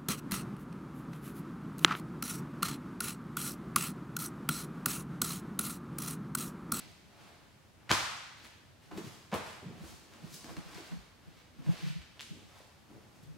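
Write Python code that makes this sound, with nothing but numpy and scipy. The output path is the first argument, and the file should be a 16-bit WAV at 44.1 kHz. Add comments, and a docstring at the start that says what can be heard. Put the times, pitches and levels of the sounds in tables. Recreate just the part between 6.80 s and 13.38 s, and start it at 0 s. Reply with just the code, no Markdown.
"""Grappling on a foam mat

Two people in heavy cotton suits grapple in a bare hall: a hand slaps a back, knees and feet thump, cloth drags
and snaps taut. Cloth and foam are shaped noise, slaps are spikes and sprays, thumps are short swelling tones.
The floor jolts the microphone mount, which pushes its two capsules in opposite senses; the hall answers
for about a second over a low air hum."""
import sys
import numpy as np
from scipy import signal
from scipy.fft import rfft, irfft, next_fast_len
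from scipy.io import wavfile
from scipy.ndimage import map_coordinates

SR = 44100
rng = np.random.default_rng(int(sys.argv[2]) if len(sys.argv) > 2 else 0)


def pcm_store(signal):
    """Save signal as 16-bit PCM."""
    levels = np.round(np.clip(np.atleast_2d(signal), -1, 1) * 32767)
    wavfile.write(sys.argv[1], SR, levels.astype(np.int16).T)


N = 290001  # length in samples


def amp(db):
    """Decibels to gain."""
    return 10 ** (np.asarray(db) / 20)


def unit(x):
    """Scaled to rms 1."""
    return x / np.sqrt(np.mean(x ** 2) + 1e-20)


def along(points, hz, axis=1):
    """Reads one column of a table whose rows start with Hz, on a log frequency axis."""
    table = np.transpose(points)
    return np.interp(np.log(hz + 1), np.log(table[0] + 1), table[axis])


def wobble(rate):
    """A smooth curve through random points, rate points a second."""
    points = rng.standard_normal(int(N * rate / SR) + 4)
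    return map_coordinates(points, [np.arange(N) * rate / SR])


def filtered(x, response):
    """x times a response of frequency."""
    m = next_fast_len(x.shape[-1] + SR // 2)
    spectrum = rfft(x, m) * response(np.fft.rfftfreq(m, 1 / SR))
    return irfft(spectrum, m)[..., :x.shape[-1]]


def coloured(x, spectrum):
    """x shaped to a spectrum, rms 1."""
    return unit(filtered(x, lambda hz: amp(along(spectrum, hz))))


def resonance(hz, centre_hz, width_hz):
    """Response of one damped mode: strongest at its centre, broader with more damping."""
    return 1j * hz * width_hz / (centre_hz ** 2 - hz ** 2 + 1j * hz * width_hz)


def packets(table):
    """Soft contacts: a few cycles that swell and fade, at half their peak or more for the given length."""
    out, t = np.zeros(N + SR), np.arange(-SR // 8, SR // 8) / SR
    starts = rng.random((len(table), 1))  # where in its cycle each tone stands, in turns
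    for (s, db, hz, length), start in zip(table, starts):
        swell = np.exp(-np.log(16) * (t / length) ** 2)
        tone = np.sin(2 * np.pi * (hz * t + start))
        out[round(s * SR) - SR // 8:][:len(t)] += amp(db) * swell * tone
    return out[:N]


# How alike left and right are in the hall. Each row: frequency in Hz, likeness (1 means identical).
LIKENESS = [(40, 0.75), (110, 0.93), (180, 0.31), (300, 0.69), (700, 0.29), (3000, 0.37), (8000, 0.2),
            (15000, 0.69)]


def widened(pair):
    """Two unrelated signals mixed to the hall's left-right likeness."""
    turn = lambda hz: np.arccos(np.clip(along(LIKENESS, hz), -1, 1)) / 2
    mid, side = filtered(pair, lambda hz: np.array([np.cos(turn(hz)), np.sin(turn(hz))]))
    return np.array([mid + side, mid - side])


# Tone of the hall's air and hum. Each row: frequency in Hz, relative level in dB per Hz.
AIR_TONE = [(15, -45), (25, -10.5), (80, 3.5), (165, -0.5), (486, -11), (572, -9.5), (1180, -14),
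            (1780, -15.5), (4950, -21.5), (13400, -30.5), (15800, -34)]


def air():
    """The steady air of the hall: shaped wide noise, slightly uneven in level."""
    level_db = -60.5 + 0.64 * wobble(3.257)
    return amp(level_db) * widened(coloured(rng.standard_normal((2, N)), AIR_TONE))


# Movements of the two bodies. Each row: strongest moment in seconds, rise in seconds, fall in seconds,
# then four levels in dB, before each layer's own trim: limbs dragging on the mat, cotton rubbing,
# fast scuff, weight on the foam.
MOVEMENTS = [(0.0, .05, 0.19, -59, -53.5, -64, -58.5), (0.44, 0.22, 0.28, -57, -61, -71.5, -63),
             (1.01, 0.021, 0.055, -59, -80, -88, -69), (1.08, 0.045, .02, -57, -79, -88, -64),
             (1.58, .03, 0.12, -64, -59, -75, -62), (1.65, 0.066, 0.076, -57, -56, -62.5, -60),
             (2.03, 0.028, 0.22, -65, -65, -72, -77), (2.14, 0.062, 0.064, -58, -69, -70, -48),
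             (2.182, 0.052, 0.063, -45.5, -56, -56.5, -50), (2.25, 0.033, .26, -57, -58, -61, -55),
             (2.665, 0.025, 0.14, -61, -52.5, -58, -57), (2.984, 0.35, 0.11, -57, -63.5, -78, -53.5),
             (3.086, 0.16, 0.19, -58.5, -58.5, -58.5, -55.5), (3.337, 0.065, 0.082, -54.5, -60.5, -69, -59),
             (3.47, 0.28, 0.098, -58, -61.5, -68, -55), (3.545, 0.059, .07, -68, -54.5, -48.5, -62),
             (3.706, 0.18, 0.06, -50.5, -65, -62.5, -49.5), (3.771, 0.018, .07, -51, -57, -62, -52),
             (3.968, 0.27, 0.22, -51.5, -54, -61.5, -55), (4.08, .15, 0.17, -60, -59.5, -65, -63),
             (4.43, .03, 0.24, -65.5, -71, -82, -61.5), (4.592, 0.26, 0.11, -65, -63, -75.5, -72),
             (4.81, 0.083, .1, -62, -67, -75, -56.5), (4.894, 0.11, 0.16, -52, -56.5, -62.5, -54),
             (4.97, 0.13, 0.24, -57, -50.5, -65.5, -58), (5.08, 0.24, 0.087, -61, -50.5, -65, -56.5),
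             (5.38, 0.052, .03, -59, -72, -73, -70), (5.6, .25, 0.18, -72, -72, -78, -57),
             (5.758, 0.21, 0.26, -59.5, -64, -69, -69), (6.108, 0.082, 0.5, -63, -75, -75.5, -60.5),
             (6.36, .03, .08, -69, -72, -71, -77), (6.435, .02, 0.025, -75, -67, -65, -54.5),
             (6.57, .2, .05, -75, -85, -87, -64.5)]
EDGE_DB = 20  # a movement swells and fades by this much over its rise and its fall


def stroke(axis):
    """Gain of one layer (a column of the table): every movement swells to its peak and fades again."""
    t = np.arange(N) / SR
    power = np.zeros(N)
    for row in MOVEMENTS:
        peak_s, rise_s, fall_s = row[:3]
        distance = np.maximum((peak_s - t) / rise_s, (t - peak_s) / fall_s)
        power += amp(row[axis] - EDGE_DB * distance) ** 2
    return np.sqrt(power)


def fibres(rate, spread_db):
    """Weave catching on weave: dense noise with sparse stronger ticks, about rate a second."""
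    ticks = (rng.random(N) < rate / SR) * amp(spread_db * rng.random(N))
    return rng.standard_normal(N) * (1 + ticks)


# Tones of a dragged limb, rubbing cotton and a fast scuff.
# Each row: frequency in Hz, relative level in dB per Hz.
DRAG_TONE = [(150, -27), (400, -4), (900, -1.5), (1600, -6.5), (3500, -17), (12000, -41)]
RUB_TONE = [(600, -26), (1500, 0.5), (2500, 1), (4500, -2), (7000, -12), (15000, -22)]
SCUFF_TONE = [(1500, -50), (3000, -7.5), (5000, -2), (9000, -6.5), (15500, -11.5)]


def cloth():
    """A dragged limb is dull, rubbing cotton brighter, a fast scuff brightest; all stutter as folds slip."""
    slip = wobble(35)  # shared by all three
    drag = amp(0.38 * slip + 0.75 * wobble(70)) * coloured(fibres(rate=200, spread_db=9), DRAG_TONE)
    rub = amp(1.2 * slip + 1.1 * wobble(90)) * coloured(fibres(rate=280, spread_db=18), RUB_TONE)
    scuff = amp(1.0 * slip + 1.4 * wobble(120)) * coloured(fibres(rate=170, spread_db=14), SCUFF_TONE)
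    dragging = amp(-5) * stroke(axis=3) * unit(drag)
    rubbing = amp(-3.5) * stroke(axis=4) * unit(rub)
    scuffing = amp(0.5) * stroke(axis=5) * unit(scuff)
    return dragging + rubbing + scuffing


# Tone of the kneaded foam. Each row: frequency in Hz, relative level in dB per Hz.
FOAM_TONE = [(30, -9), (70, -3.5), (150, -1.5), (350, -1.5), (700, -17.5), (1500, -48)]


def foam():
    """Shifting weight kneads the mat in low lumps of noise."""
    lumps = amp(4.7 * wobble(30)) * coloured(rng.standard_normal(N), FOAM_TONE)
    return amp(-1.5) * stroke(axis=6) * unit(lumps)


# Early echoes from the walls. Each row: delay in seconds, level in dB.
ECHOES = [(0.0099, -10.5), (.0128, -11), (0.0192, -14.5), (0.0212, -11), (0.025, -20.5), (.033, -17)]


def walls(x):
    """A few early echoes, each reaching one side a little sooner than the other."""
    taps = np.zeros((2, SR // 20))
    leans = rng.uniform(-1, 1, (len(ECHOES), 1))
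    for (s, db), lean in zip(ECHOES, leans):
        arrivals_s = s + .00015 * lean * np.array([1, -1])
        taps[[0, 1], np.round(arrivals_s * SR).astype(int)] += amp(db)
    return signal.fftconvolve(x[None], taps, axes=1)[:, :N]


# How the hall rings. Each row: frequency in Hz, seconds to die away by 60 dB, relative starting level in dB.
RINGING = [(58.4, 0.62, 5), (250, 0.51, -5.5), (700, 0.81, 2), (2000, 1.137, 0), (4000, 1.09, 1),
           (7900, 0.87, 2), (15300, 0.64, -4)]


def hall(x):
    """The diffuse tail: noise in which each frequency dies at its own speed."""
    hz, t, z = signal.stft(rng.standard_normal((2, SR + SR // 2)), SR, nperseg=256)
    fade_db = along(RINGING, hz, axis=2)[:, None] - 60 * t / along(RINGING, hz)[:, None]
    tail = widened(signal.istft(z * amp(fade_db), SR, nperseg=256)[1])
    tail *= 1 - np.exp(-np.arange(tail.shape[1]) / SR / 0.0035)  # the field builds up
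    tail *= amp(-0.48) / np.linalg.norm(tail[0])
    return signal.fftconvolve(x[None], tail, axes=1)[:, :N]


def mount():
    """The mount rocks near 170 Hz: single jolts over a tremble that follows the weight on the mat."""
    sway = filtered(rng.standard_normal(N), lambda hz: resonance(hz, centre_hz=168, width_hz=107) ** 2)
    tremble_gain = amp(-73.5) + amp(-1.5) * stroke(axis=6)
    shake = jolts() + tremble_gain * unit(amp(3.5 * wobble(21)) * sway)
    lag = lambda hz: np.exp(-2j * np.pi * hz * 0.00022)  # the left capsule follows a little late
    return np.array([filtered(shake, lag), -shake])  # opposite senses


# Slaps and snaps of hands and folds; the rows at 1.1255 and 1.135 are wall echoes of the slap.
# Each row: start in seconds, peak in dB, centre in Hz, width in Hz, time in seconds for the spray
# to die away by 60 dB.
SLAPS_AND_SNAPS = [(1.0915, -42, 2000, 3000, .03), (1.0946, -23.5, 2240, 1490, 0.015),
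                   (1.0990, -26.5, 1500, 3000, 0.049), (1.1060, -18.5, 1510, 1800, 0.031),
                   (1.1100, -16.5, 1170, 700, 0.022), (1.1125, -23, 2960, 5000, 0.013),
                   (1.1148, -6, 3880, 4900, 0.0034), (1.116, -10, 1250, 2980, .003),
                   (1.1255, -25, 4500, 5000, 0.011), (1.135, -27, 5600, 4000, 0.014),
                   (1.6484, -43, 2580, 800, 0.014), (2.1123, -40, 602.6, 1164, 0.052),
                   (2.1740, -40.5, 1192, 4000, 0.044), (2.5160, -40, 1000, 1510, .038),
                   (2.5257, -28.5, 700, 1200, 0.021), (2.5300, -25, 446.5, 906, 0.029),
                   (2.5360, -25.5, 545, 1200, 0.018), (2.5380, -36, 8900, 9000, 0.14),
                   (2.5410, -21.5, 1000, 2570, 0.018), (2.5490, -26, 600, 1200, .017),
                   (2.5620, -29.5, 496, 700, 0.013), (3.0380, -43.5, 560, 600, .06),
                   (3.3375, -40, 3020, 6050, .008), (3.5412, -39, 6000, 6000, .006),
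                   (3.6440, -33.5, 2000, 6000, 0.016), (3.6900, -39.5, 500, 990, 0.09),
                   (3.7667, -34.5, 700, 3470, 0.021), (3.9444, -44, 4270, 2500, 0.056),
                   (4.1180, -42.5, 600, 1196, 0.036), (4.8630, -43.5, 886, 1200, 0.024),
                   (5.2180, -40.5, 2540, 2000, .01), (5.3946, -33, 3000, 1500, 0.015),
                   (5.4016, -33.5, 3170, 1200, .003), (5.4084, -24.5, 3240, 7050, .005),
                   (5.4160, -31, 6000, 6000, .006)]
SPIKY_S = 0.019  # the shorter a snap is against this, the more of it is one spike
CONTACT_S = .00004  # fading time of a spike, in seconds


def snaps(count):
    """Air squeezed from under a palm or a taut fold: a spike and a short spray in one broad resonance.
    Returns the direct sound, and the smooth average over all directions, dealt in turn over count groups,
    each to be given its own random hall tail, so the tails stay smooth."""
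    direct, spread, t = np.zeros(N + SR), np.zeros((count, N + SR)), np.arange(SR // 10) / SR
    sprays = rng.standard_normal((len(SLAPS_AND_SNAPS), len(t)))
    for k, (row, spray) in enumerate(zip(SLAPS_AND_SNAPS, sprays)):
        s, db, centre_hz, width_hz, t60 = row
        spike_share = np.exp(-t60 / SPIKY_S)
        pocket = lambda hz: resonance(hz, centre_hz, width_hz) / (1 + 1j * hz / (centre_hz + width_hz))
        spike = 4 * np.exp(-t / CONTACT_S)
        puff = amp(-60 * t / t60) * (1 - np.exp(-t / 0.001)) * spray
        burst = filtered(spike_share * spike + (1 - spike_share) * puff, pocket)
        burst *= amp(db) / np.abs(burst).max()
        smooth = filtered(1. * (t == 0), pocket)  # one click through the same resonance
        smooth *= np.linalg.norm(burst) / np.linalg.norm(smooth)  # as much energy as the burst
        direct[round(s * SR):][:len(t)] += burst
        spread[k % count, round(s * SR):][:len(t)] += smooth
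    return direct[:N], spread[:, :N]


# Low thumps: the slapped back's low tones near 1.11 s, then limbs on the foam.
# Each row: middle in seconds, peak in dB, pitch in Hz.
LOW_THUMPS = [(1.112, -33, 193), (1.114, -30, 125), (1.116, -30, 325), (1.122, -39.5, 69),
              (2.124, -45.5, 346), (2.172, -38, 188), (2.185, -34.5, 365), (2.215, -42.5, 196),
              (2.246, -42, 182), (2.275, -40.5, 137), (2.534, -29, 197), (2.56, -44.5, 85.5),
              (2.548, -34, 430), (2.590, -43.5, 226), (2.868, -35, 155.5), (2.885, -39, 172),
              (2.905, -44, 143.8), (2.952, -54, 206), (3.012, -41.5, 175), (3.040, -44, 334),
              (3.050, -48, 70), (3.446, -39.5, 158), (3.545, -50, 161.2), (3.648, -48, 256),
              (3.694, -53, 247), (3.773, -39.5, 315), (3.983, -43.5, 391.5), (4.006, -45, 330),
              (4.133, -45, 210), (4.190, -52.5, 56.6), (4.800, -49.5, 250), (5.029, -50, 296),
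              (5.09, -48, 149.4), (5.204, -47.5, 70), (5.510, -52, 244), (5.806, -49.5, 561),
              (6.438, -50, 145.4), (6.470, -50.5, 137.3)]
THUMP_CYCLES = 2.12  # a thump lasts this many cycles of its pitch


def thumps():
    """A slapped back and limbs sinking into foam give soft low tones: the lower, the longer."""
    return packets([(s, db, hz, THUMP_CYCLES / hz) for s, db, hz in LOW_THUMPS])


# Jolts of the microphone mount. Each row: middle in seconds, peak in dB, length in seconds.
MOUNT_JOLTS = [(1.137, -42, .017), (2.167, -45, .02), (2.567, -42, .012), (2.884, -46, .012),
               (3.026, -39, .017), (3.451, -46, .017), (3.714, -49, .018), (3.787, -33, .018),
               (3.868, -42, .016), (3.967, -42, .015), (4.132, -32.5, 0.027), (4.172, -39, 0.013),
               (4.484, -43, 0.018), (4.800, -38, .016), (4.877, -26.5, 0.014), (4.897, -16.5, 0.015),
               (5.046, -27.5, .027), (5.074, -28.5, 0.028), (5.107, -29.5, 0.019), (5.165, -31, 0.019),
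               (5.517, -34.5, 0.014), (6.504, -42.5, 0.052)]
MOUNT_HZ, MOUNT_SCATTER = 163.2, 0.045  # pitch of a jolt, and its typical share of change each time
REBOUND_S, REBOUND_DB = 0.0211, -10.5  # time between rebounds, change of level each time


def jolts():
    """Each jolt rocks the mount at about its own pitch and rebounds three times, ever weaker."""
    rows = [(s + k * REBOUND_S, db + k * REBOUND_DB, length)
            for s, db, length in MOUNT_JOLTS for k in range(4)]
    drift = 1 + MOUNT_SCATTER * rng.standard_normal(len(rows))
    return packets([(s, db, MOUNT_HZ * d, length) for (s, db, length), d in zip(rows, drift)])


FOAM_DAMPING_DB = -2.5  # the foam keeps part of the low sounds out of the hall


def scene():
    """Bodies in front of the microphone; each group of snaps, the low sounds and the cloth get a hall tail."""
    cracks, groups = snaps(count=7)
    low = thumps() + foam()
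    fabric = cloth()
    bodies = cracks + low + fabric
    tails = sum(hall(part) for part in [*groups, amp(FOAM_DAMPING_DB) * low, fabric])
    return bodies + walls(bodies) + tails + mount() + air()


TOP_HZ = 15850  # band limit


def record(dry):
    """The microphone rolls off deep bass and high treble; nothing is kept above the band limit."""
    bass_cut = lambda hz: (1j * hz / (30 + 1j * hz)) ** 2
    capsule = lambda hz: resonance(hz, centre_hz=700, width_hz=20000)
    return filtered(dry, lambda hz: bass_cut(hz) * capsule(hz) * (hz < TOP_HZ))


dry = scene()
out = record(dry)
pcm_store(out)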